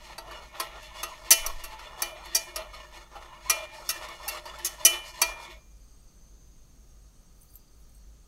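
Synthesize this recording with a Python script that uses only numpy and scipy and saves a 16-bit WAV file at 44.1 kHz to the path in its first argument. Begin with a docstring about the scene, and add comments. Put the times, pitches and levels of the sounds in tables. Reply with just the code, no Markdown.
"""A kitchen, one microphone close to a small enamel saucepan on a gas hob. The burner hisses faintly over
the rumble of the room throughout. From the start a wire whisk stirs milk: it scrapes the bottom and
drags in bubbles that gurgle. Again and again it knocks the wall, a clatter of wires that rings the pan.
The stirring stops at about 5.5 s; two seconds later the whisk is laid aside and its wires tinkle."""
import sys
import numpy as np
from scipy import signal
from scipy.fft import rfft, irfft, next_fast_len
from scipy.io import wavfile
from scipy.ndimage import uniform_filter1d

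SR = 44100
rng = np.random.default_rng(int(sys.argv[2]) if len(sys.argv) > 2 else 0)


def materialize(psi):
    """Save the field psi as 16-bit PCM at rate SR to the path in sys.argv[1].

    A 1-D psi becomes a single channel; in a 2-D psi each row is a channel.
    """
    bounded = np.clip(np.atleast_2d(psi).T, -1, 1)
    quanta = np.round(bounded * 32767).astype(np.int16)
    wavfile.write(sys.argv[1], SR, quanta)


N = 364707


def amp(db):
    """Decibels to gain."""
    return np.exp(np.asarray(db) * (np.log(10) / 20))


def unit_rms(x):
    """Scales to rms 1."""
    return x / np.sqrt(np.mean(x ** 2) + 1e-20)


def at_hz(points, hz):
    """Interpolates (Hz, value) points on a log-frequency axis."""
    f, value = np.transpose(points)
    return np.interp(np.log(hz + 1), np.log(f + 1), value)


def curve(rows, column, outside):
    """One column of a time table, for every sample."""
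    rows = np.array(rows)
    return np.interp(np.arange(N) / SR, rows[:, 0], rows[:, column], outside, outside)


def add(mix, start_s, sound):
    """Mixes a sound in at its start time."""
    part = mix[round(start_s * SR):][:len(sound)]
    part += sound[:len(part)]


def coloured(x, spectrum):
    """Filters by (Hz, dB) points."""
    size = next_fast_len(len(x))
    gain = amp(at_hz(spectrum, np.fft.rfftfreq(size, 1 / SR)))
    return irfft(rfft(x, size) * gain, size)[:len(x)]


def causal(x, gain):
    """Filters by gain(Hz) with minimum phase, so that nothing sounds before a blow."""
    cepstrum = irfft(np.log(gain(np.fft.rfftfreq(8192, 1 / SR)) + 1e-9))
    cepstrum[1:4096] *= 2
    cepstrum[4097:] = 0
    return signal.fftconvolve(x, irfft(np.exp(rfft(cepstrum))))[:len(x)]


def resonate(x, hz, width):
    """One resonance applied twice, at rms 1; a moving one is shifted to zero, smoothed and shifted back."""
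    r = np.exp(-np.pi * width / SR)
    if np.ndim(hz) == 0:
        pole = r * np.exp(2j * np.pi * hz / SR)
        return unit_rms(signal.lfilter([1], [1, -2 * pole, pole * pole], x).real)
    turn = np.exp(2j * np.pi * np.cumsum(hz) / SR)
    return unit_rms((turn * signal.lfilter([1], [1, -2 * r, r * r], x / turn)).real)


def wander(per_s):
    """Slow random drift of rms 1."""
    steps = rng.standard_normal(int(N / SR * per_s) + 3)
    return unit_rms(np.interp(np.arange(N) / SR * per_s, np.arange(len(steps)), steps))


def swells(rows, rise_db_s, fall_db_s, db_column=2):
    """Gain of swells (start s, hold s, ..) that rise, hold and fall; their powers add."""
    t, rows = np.arange(0, N / SR + .01, .002), np.array(rows)
    early = np.maximum(rows[:, :1] - t, 0)
    late = np.maximum(t - rows[:, :1] - rows[:, 1:2], 0)
    db = rows[:, [db_column]] - rise_db_s * early - fall_db_s * late
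    return np.interp(np.arange(N) / SR, t, np.sqrt((amp(db) ** 2).sum(0)))


# The room behind the pan: its air and its rumble. Each row: frequency in Hz, relative level in dB.
AIR_SPECTRUM = [(41, -33), (70, -3), (145, -2.5), (321, -12.5), (649, -18), (695, -19.5), (1280, -23),
                (1930, -28), (4280, -26.5), (5250, -29), (6300, -20), (7730, -28.5), (16000, -33.5)]
RUMBLE_SPECTRUM = [(8, -32), (14, -3.5), (32, -8), (42, -6.5), (49, 0), (56, -3), (63, -20.5), (80, -24.5),
                   (110, -57)]


def kitchen():
    """Steady room tone: broad noise over a deep rumble."""
    return sum(amp(db) * unit_rms(coloured(rng.standard_normal(N), spectrum))
               for spectrum, db in ((AIR_SPECTRUM, -61), (RUMBLE_SPECTRUM, -51.5)))


# Whistles in the gas under the pan. Each row: pitch in Hz, width in Hz before widening, relative dB.
GAS_WHISTLES = [(1240, 52, -7.5), (4360, 40, -8), (4750, 52, -6.5), (4900, 21, -9.5), (5630, 31, -6),
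                (6200, 26, -2), (6355, 100, -1), (6530, 40, -2.5), (7260, 87, -12.5), (8180, 97, -5.5),
                (10760, 56, -17), (11400, 68, -21.5), (12520, 130, -16), (13500, 150, -17)]
# The whole hiss. Each row: time in seconds, level in dB.
HISS_LEVEL = [(0.0, -67), (8.27, -67.5)]


def burner():
    """Gas hisses in narrow bands, each wavering on its own."""
    hiss = sum(amp(db + 2.7 * wander(2.5)) * resonate(rng.standard_normal(N), hz, 1.5 * width)
               for hz, width, db in GAS_WHISTLES)
    return unit_rms(hiss) * amp(curve(HISS_LEVEL, 1, outside=-68))


# Modes of the milk-damped bottom, then of wires brushing each other.
# Each row: pitch in Hz, width in Hz before widening, relative level in dB.
BOTTOM_MODES = [(348, 24, -17.5), (620.6, 64, -9.5), (877, 13, -13), (1010, 230, -12.5), (1793, 140, -12),
                (2202, 31, -13), (2420, 56, -19), (2872, 100, -13), (3485, 200, -14), (4230, 200, -12),
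                (4510, 22, -20.5), (4767, 55, -17.5), (4908, 26, -21.5), (5430, 71, -14.5), (6560, 57, -16),
                (6900, 35, -29), (7480, 71, -25.5), (8300, 110, -24.5)]
JINGLE_MODES = [(9900, 150, -22), (10500, 220, -23), (11000, 150, -25.5), (12500, 180, -24),
                (13100, 150, -25)]
# Strokes over the bottom, close to the microphone. Each row: start in seconds, hold in seconds,
# scrape level in dB, level of the sugar grit in dB, slosh pitch in Hz.
STROKES = [(.0, 0.054, -57, -60.5, 1000), (.075, .06, -49.5, -58.5, 870), (.27, 0.027, -44.5, -58.5, 710),
           (.33, 0.061, -46, -57, 930), (.43, 0.045, -54, -57.5, 970), (.57, 0.077, -44, -51, 810),
           (.72, .05, -47, -59.5, 850), (.83, 0.039, -50.5, -53, 915), (.96, 0.094, -47.5, -51, 790),
           (1.08, 0.065, -47.5, -57.5, 820), (1.17, 0.016, -51, -53.5, 915),
           (1.255, 0.038, -48.5, -53, 1010), (1.39, 0.0084, -46, -44, 1150),
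           (1.465, 0.0042, -40, -43.5, 1200), (1.53, 0.14, -51.5, -55.5, 1000),
           (1.725, 0.0069, -45.5, -52.5, 955), (1.79, 0.06, -54, -57.5, 960),
           (1.88, 0.066, -50, -61.5, 1010), (2.0, 0.071, -43.5, -51, 740), (2.18, 0.04, -46.5, -58, 711),
           (2.255, 0.045, -48.5, -51.5, 1050), (2.335, 0.024, -48.5, -49.5, 1170),
           (2.42, 0.077, -50, -53, 750), (2.57, 0.022, -43, -50.5, 1000), (2.655, .01, -48.5, -61.5, 690),
           (2.745, 0.061, -47.5, -56.5, 1100), (2.84, 0.037, -53, -62, 1004), (2.945, 0.069, -48, -56, 985),
           (3.155, 0.039, -49.5, -58.5, 830), (3.23, 0.036, -49.5, -59, 1060),
           (3.33, 0.019, -52, -60.5, 930), (3.45, 0.062, -46, -50, 1000), (3.56, 0.024, -41, -50, 1080),
           (3.635, 0.011, -49, -54, 636), (3.735, 0.074, -48.5, -55, 900), (3.87, 0.028, -51, -48, 850),
           (3.94, 0.029, -45, -48, 1100), (4.03, 0.0082, -45, -51.5, 920), (4.095, 0.05, -47, -52.5, 1020),
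           (4.23, 0.092, -46.5, -47, 1090), (4.35, 0.028, -48.5, -48.5, 1147),
           (4.46, 0.041, -47, -51.5, 980), (4.555, 0.11, -50.5, -52.5, 1080),
           (4.69, 0.053, -47, -56.5, 790), (4.805, 0.056, -47, -50, 1000), (4.94, 0.017, -39.5, -45.5, 642),
           (5.06, .02, -49, -50, 963), (5.17, 0.076, -48.5, -50.5, 1000), (5.28, 0.018, -41.5, -45.5, 994),
           (5.41, 0.024, -43.5, -48, 920), (5.515, 0.0064, -56, -55, 950)]
SCRAPE_RISE_DB_S, SCRAPE_FALL_DB_S = 220, 171.5
GRIT_CLICKS_PER_S = 3000


def stirring():
    """Wires slip over enamel and sugar: dense small clicks ring the bottom while the milk sloshes."""
    sizes = amp(3 * np.minimum(rng.exponential(1, N), 5))
    grit = sizes * (rng.random(N) < GRIT_CLICKS_PER_S / SR) * rng.choice([-1, 1], N)
    friction = unit_rms(grit) + 0.88 * rng.standard_normal(N)
    low = swells(STROKES, SCRAPE_RISE_DB_S, SCRAPE_FALL_DB_S)
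    top = swells(STROKES, rise_db_s=348.5, fall_db_s=280.5, db_column=3)
    mid = amp(1.03) * low ** 0.64 * top ** 0.36  # between scrape and grit
    slosh_hz = curve(STROKES, 4, outside=600)  # the hollow between wires and milk
    out = amp(-11.5) * low * resonate(friction, slosh_hz, width=90)
    for hz, width, db in BOTTOM_MODES + JINGLE_MODES:
        level = low if hz < 1500 else mid if hz < 4000 else top
        touch = level * amp(db + 4.5 * wander(16))  # the contact moves, so each mode swells and fades
        out += resonate(friction, hz, 1.2 * width) * touch
    for level, band in (
            (low, [(250, -25.5), (500, -11.5), (1400, -8), (1600, -28.5)]),
            (mid, [(1500, -31.5), (1800, 2.5), (4000, -4.5), (4500, -28.5)]),
            (top, [(3800, -27), (4200, 5.5), (7000, 1), (9000, -5.5), (12000, -8), (16000, -19)])):
        rasp = unit_rms(coloured(friction, [(20, -84.5)] + band + [(22000, -93)]))
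        out += amp(-2.5 + 2.3 * wander(18)) * level * rasp
    pressure = amp(1.5 * wander(40))
    return out * pressure


def blip(db, hz, cycles, climb):
    """A short uneven ring whose pitch climbs as it dies away."""
    age = np.arange(int(4 * cycles * SR / hz)) * hz / SR / cycles  # in decay times
    ripple = unit_rms(uniform_filter1d(rng.standard_normal(4096), size=60))
    uneven = 1 + 0.49 * ripple[np.arange(len(age)) % 4096]
    envelope = np.minimum(age / .35, 1) * np.exp(-age)
    phase = 2 * np.pi * cycles * (1 - climb / 2 + climb * age / 2) * age
    return amp(db) * envelope * uneven * np.sin(phase)


BUBBLES_PER_S, BUBBLE_LOW_HZ, BUBBLE_HIGH_HZ = 21, 650, 2000


def gurgles():
    """Each stroke drags small bubbles into the milk; their pitch climbs as they near the surface."""
    bubbles = np.zeros(N)
    for when, high, faint, steep in rng.random((600, 4))[:int(BUBBLES_PER_S * N / SR)]:
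        hz = BUBBLE_LOW_HZ * (BUBBLE_HIGH_HZ / BUBBLE_LOW_HZ) ** (high ** 2)
        add(bubbles, when * N / SR, blip(0.5 - 12 * faint, hz, cycles=6.6, climb=.3 * steep))
    return bubbles * swells(STROKES, SCRAPE_RISE_DB_S, SCRAPE_FALL_DB_S)


# Short pitched blips while stirring. Each row: start in seconds, relative level in dB, pitch in Hz,
# cycles per decay time, share by which the pitch climbs per decay time.
BLIPS = [(0.098, -36, 840, 12, 0.074), (0.91, -38, 1010, 15, 0.062), (1.708, -47, 876, 13, 0.08),
         (1.917, -39, 1000, 13, 0.08), (2.111, -42, 611, 13, 0.08), (2.154, -39.5, 662, 12, 0.08),
         (2.468, -41, 1000, 15, 0.08), (2.942, -40, 863, 14, 0.069), (3.122, -43, 1215, 14, 0.08),
         (3.325, -35.5, 990, 14, 0.065), (3.458, -29.5, 993, 15, 0.08), (3.782, -37, 900, 13, 0.08),
         (3.792, -39.5, 603, 12.6, 0.08), (4.035, -34.5, 1077, 13, 0.068), (4.085, -34, 1113, 13, 0.08),
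         (4.199, -33, 999, 12.7, 0.08), (4.267, -31, 827, 14, 0.08), (4.345, -31, 1123, 12.4, 0.074),
         (4.453, -33.5, 903, 11, 0.086), (4.539, -31.5, 1300, 13, 0.086), (4.805, -39, 1015, 13, 0.08),
         (5.182, -35, 990, 13, 0.08), (5.397, -36, 1010, 13, 0.08)]


def stirring_blips():
    """Plops in the milk and brief rings of the pan near 1000 Hz."""
    out = np.zeros(N)
    for start_s, db, hz, cycles, climb in BLIPS:
        add(out, start_s, blip(db - 2.5, hz, cycles, climb))
    return out


def noise_tail(t60s):
    """Noise of energy 1 that starts at once and in which each band dies at its own speed."""
    hz, t, bands = signal.stft(rng.standard_normal(SR // 2 + 256), SR, nperseg=128)
    age_s = np.maximum(t - 256 / SR, 0)
    decay = amp(-60 * age_s / at_hz(t60s, hz)[:, None])
    tail = signal.istft(bands * decay, SR, nperseg=128)[1][256:][:SR // 2]
    return tail / np.linalg.norm(tail)


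# Crowded modes of wires and wall. Each row: pitch in Hz, width in Hz, relative level in dB.
CLATTER_MODES = [(4110, 47, -7), (4558, 80, 10.5), (5880, 24, 0.5), (8220, 37, -10), (8790, 85, -13.5),
                 (9590, 41, 2.5), (10500, 31, -4), (9930, 32, 3), (12640, 34, -7), (13600, 31, -11.5),
                 (15200, 130, -16), (15500, 60, -14)]
# Decay at the pan, then in the kitchen around it. Each row: frequency in Hz, T60 in seconds.
CLATTER_T60 = [(300, 0.13), (1000, 0.031), (3000, 0.11), (6000, 0.029), (10000, .045), (16000, 0.025)]
KITCHEN_T60 = [(300, .4), (1000, 0.89), (3000, .3), (6000, .3), (10000, 0.33), (16000, 0.24)]
WIRES, REVERB_DB = 24, -14


def clatter(length, landing_s, spectrum):
    """Wires land one after another and briefly excite a crowd of modes; the kitchen answers faintly."""
    def gain(hz):
        power = sum(amp(db) ** 2 / (1 + (2 * (np.maximum(hz, 3500) - mode_hz) / width) ** 2)
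                    for mode_hz, width, db in CLATTER_MODES)
        return amp(39 + at_hz(spectrum, hz)) * np.sqrt(power + amp(-2) ** 2)

    lateness = ((np.arange(WIRES) + np.r_[0, rng.random(WIRES - 1)]) / WIRES) ** 1.3
    force = amp(2 * rng.standard_normal(WIRES) - 3.1 * lateness + 5 * (lateness == 0))
    hits = np.zeros(length)
    hits[(SR * landing_s * lateness).astype(int)] = force * rng.choice([-1, 1], WIRES)
    tail = noise_tail(CLATTER_T60) + amp(REVERB_DB) * noise_tail(KITCHEN_T60)
    return causal(signal.fftconvolve(hits / np.linalg.norm(hits), tail)[:length], gain)


# Knocks on the pan wall, close up. Each row: start in seconds; relative levels in dB of clatter,
# bright clatter, upper thud, bottom thud, three wall rings and clink; pitch in Hz of the wire that
# sings out and of the thud in the milk; time over which the wires land in milliseconds.
KNOCKS = [(0.1807, -37, -46, -33.5, -40, -66, -60, -61, -44, 3940, 913, 7.6),
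          (0.2762, -59, -71, -48, -41, -59, -66, -58, -62, 4300, 870, 8),
          (0.3102, -50, -58, -34, -42, -55, -66, -57, -64, 4500, 1165, 13.5),
          (0.5989, -27.5, -32, -22, -34, -43.5, -65, -60, -55, 9600, 1046, 10.3),
          (0.8274, -55, -61, -51, -60, -58.5, -51.5, -54.5, -69, 5550, 877, 5),
          (1.0308, -27, -35, -26.5, -38, -51.5, -39, -49, -49.5, 6300, 1244, 8.1),
          (1.3066, -1.5, -11.5, -22.5, -27.5, -25.5, -24.5, -25, -20, 5910, 908, 23.3),
          (1.4625, -28.5, -29.5, -32, -40.5, -40, -51, -63, -51, 11700, 1100, 6),
          (1.6377, -34.5, -38.5, -37, -46, -49, -45, -62, -50, 5600, 1155, 17),
          (1.7241, -56, -70, -32.5, -51, -64.5, -62, -64, -68, 4320, 882, 22),
          (1.792, -48.5, -62, -37.5, -66, -66, -55, -57, -65, 5600, 900, 9),
          (2.0202, -21, -24.5, -28.5, -37, -33.5, -50, -39, -49, 6110, 828, 4.2),
          (2.2562, -46, -54, -39, -62, -64, -60, -56, -60, 5420, 890, 4),
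          (2.3484, -10, -23, -35.5, -33.5, -32, -49, -40.5, -19, 5660, 955, 18),
          (2.5594, -27, -35, -31.5, -39, -41, -43, -46, -49, 5490, 1240, 7.9),
          (2.7313, -63, -68, -34.5, -51, -59, -58, -54, -67, 4290, 1240, 24),
          (3.154, -61, -61, -32, -48.5, -62, -57, -58.5, -68, 4330, 817, 11.5),
          (3.497, -12, -22.5, -21, -31.5, -23, -30.5, -36, -36.5, 10750, 1240, 11),
          (3.8902, -18, -26, -29.5, -41.5, -37, -34.5, -46, -43, 5580, 1274, 21),
          (4.0851, -45, -56, -44, -41.5, -75, -65, -59, -62, 4510, 1130, 7),
          (4.2795, -25.5, -30.5, -32, -62, -52, -35, -52.5, -44, 12400, 812, 16),
          (4.455, -43, -58, -41.5, -53, -58, -56.5, -57, -61, 5430, 900, 8.6),
          (4.5858, -45, -55, -40, -65, -67, -59, -50, -63, 5600, 883, 7.8),
          (4.6468, -16, -25.5, -37.5, -50.5, -63, -54, -46, -49, 6380, 1140, 24),
          (4.85, -3.5, -12.5, -26, -27.5, -22, -26.5, -20.5, -25.5, 5920, 1276, 18),
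          (5.216, -12.5, -21.5, -20.5, -30.5, -22.5, -40, -46.5, -32.5, 5990, 968, 8.4)]
# Body, fourth wall ring, rim, side, wire and whisk lie between upper thud and clatter in level.
# Each entry: share of the clatter from 0 to 1, offset in dB.
KNOCK_BLENDS = {"body": (0.5, -6.5), "fourth": (.4, -22), "rim": (0.59, -8), "side": (.2, -13.5),
                "wire": (.98, -7.5), "whisk": (0.74, -14)}
# Long rings of the pan. Each row: pitch in Hz, index into family_db.
PAN_MODES = [(345, 1), (450, 1), (662, 1), (1000, 2), (1230, 2), (1323, 9), (1840, 3), (1925, 3), (2395, 4),
             (2395, 4), (2720, 5), (2998, 6), (3343, 7), (3822, 8), (4200, 8), (4667, 10), (4920, 8),
             (5532, 0), (5958, 0), (6215, 0), (6440, 0)]
# How those same modes ring. Each row: relative level in dB, T60 in seconds.
PAN_DECAYS = [(-7, 0.18), (-9, 0.19), (-2.5, 0.34), (-6, 0.048), (-10, .1), (4.5, .21), (-12.5, 0.074),
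              (-3.5, 0.17), (-3, .2), (-7.5, 0.68), (3.5, 0.24), (3.5, 0.4), (-2.5, 0.54), (-7.5, 0.13),
              (-9, 0.22), (1.5, 0.12), (-14, 0.21), (-26, .3), (-28, 0.11), (-25, 0.13), (-26.5, .27)]
# Rings of the whisk itself. Each row: pitch in Hz, relative level in dB, T60 in seconds.
WHISK_MODES = [(4520, -1.5, 0.1), (7800, -3.5, 0.097), (9440, -5, 0.061), (11340, 3.5, 0.093),
               (12700, -3.5, 0.085)]


def knock(clatter_db, bright_db, upper_db, bottom_db, first_db, second_db, third_db, clink_db,
          wire_hz, thud_hz, landing_ms):
    """The whisk strikes the wall: the wires clatter, the milk thuds, pan and whisk ring on."""
    def ring(hz, db, t60):
        return amp(db - 60 * t / t60) * np.sin(2 * np.pi * hz * t)

    t, landing_s = np.arange(int(.7 * SR)) / SR, landing_ms / 1000
    body_db, fourth_db, rim_db, side_db, wire_db, whisk_db = (
        share * clatter_db + (1 - share) * upper_db + db for share, db in KNOCK_BLENDS.values())
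    spectrum = [(200, bottom_db - 41), (500, bottom_db - 4), (1200, upper_db - 8), (2000, body_db - 6),
                (3000, body_db - 7), (4300, rim_db - 8.5), (6000, clatter_db - 3.5),
                (7500, clatter_db - 14.5), (11000, bright_db - 2.5), (16000, bright_db - 9)]
    impact = clatter(len(t), landing_s, spectrum)
    family_db = [clatter_db, bottom_db, upper_db, body_db, first_db, second_db, third_db, fourth_db,
                 rim_db, side_db, clink_db]
    pan = sum(ring(hz, family_db[family] + db + rng.uniform(-1.2, 0), t60)
              for (hz, family), (db, t60) in zip(PAN_MODES, PAN_DECAYS))
    pan *= np.minimum(t / (0.32 * landing_s), 1)  # the pan takes up the blow more slowly than the wires
    whisk = sum(ring(hz, whisk_db + db, t60) for hz, db, t60 in WHISK_MODES)
    wire = ring(wire_hz, wire_db + 2, t60=0.087)
    thud = ring(thud_hz, upper_db - 5.5, t60=0.17)
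    build = np.minimum(t / (0.11 * landing_s), 1)  # the rings build while wires still land
    fade_out = np.minimum((t[-1] - t) / .1, 1)
    return (impact + (pan + whisk + wire + thud) * build) * fade_out


# Low sways beneath the stirring. Each row: start in seconds, hold in seconds, level in dB.
SWAYS = [(1.42, 0.17, -34), (2.03, .1, -56)]


def low_sway():
    """Noise at the lower edge of hearing swells quickly and dies away."""
    noise = resonate(rng.standard_normal(N), hz=18, width=17)
    return noise * swells(SWAYS, rise_db_s=421.5, fall_db_s=104)


# The whisk laid aside near the pan. Each row: start in seconds, relative level of the tick in dB,
# level of the lower ring in dB, lower pitch in Hz, upper pitch in Hz.
TINKLES = [(7.412, -50, -55, 8790, 10280), (7.4182, -49, -51, 8700, 10300),
           (7.431, -46.5, -59, 8330, 12300), (7.4514, -56, -67.5, 8040, 12400),
           (7.5033, -53.5, -55.5, 8770, 9780), (7.5394, -49, -53, 8760, 12400),
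           (7.556, -34, -48, 7600, 12400), (7.569, -42, -68.5, 7260, 12300),
           (7.8007, -58.5, -63.5, 8700, 10300), (7.814, -59, -69.5, 8840, 10200),
           (7.8394, -61, -72, 7260, 11020), (7.894, -58, -56, 8350, 11900), (7.9483, -56, -52, 8300, 11570),
           (7.9644, -58, -58, 8400, 11900), (7.9794, -58, -61.5, 8400, 10000)]
# Its wires slide. Each row: start in seconds, hold in seconds, level in dB.
WIRE_SLIDES = [(7.43, .005, -61), (7.548, .012, -57), (7.806, .01, -68), (7.95, 0.019, -67)]
TINKLE_T60_S = 0.042


def tinkles():
    """Loose wires slide and tick against each other, each tick with two short high rings."""
    ticks, t = np.zeros(N), np.arange(SR // 5) / SR
    for start_s, tick_db, low_db, low_hz, high_hz in TINKLES:
        click = amp(tick_db - 9) * np.exp(-t / 0.00081) * np.diff(rng.standard_normal(len(t) + 2), 2)
        low_ring = amp(low_db) * np.sin(2 * np.pi * low_hz * t)
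        high_ring = amp(tick_db - 6) * np.sin(2 * np.pi * high_hz * t)
        add(ticks, start_s, click + amp(-60 * t / TINKLE_T60_S) * (low_ring + high_ring))
    slide = unit_rms(coloured(rng.standard_normal(N), [(5000, -40.5), (9000, -3), (16000, 0.5)]))
    return ticks + slide * swells(WIRE_SLIDES, rise_db_s=170, fall_db_s=300)


def scene():
    """All sources as they reach the microphone, in mono."""
    mix = stirring() + stirring_blips() + gurgles() + tinkles() + kitchen() + burner() + low_sway()
    for start_s, *blow in KNOCKS:
        add(mix, start_s, knock(*blow))
    return mix[None]


# Response of the microphone. Each row: frequency in Hz, gain in dB.
MIC_RESPONSE = [(15700, -1.5), (15900, -18), (17000, -40.5)]
CEILING, BAND_LIMIT_HZ = .97, 17150


def record(dry):
    """The microphone falls away at the top and rounds off the loudest peaks; then the band limit."""
    heard = coloured(dry[0], MIC_RESPONSE)[None]
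    rounded = CEILING * np.tanh(heard / CEILING)
    lowpass = signal.firwin(511, BAND_LIMIT_HZ, window=("kaiser", 9), fs=SR)
    return signal.oaconvolve(rounded, lowpass[None], "same")


dry = scene()
out = record(dry)
materialize(out)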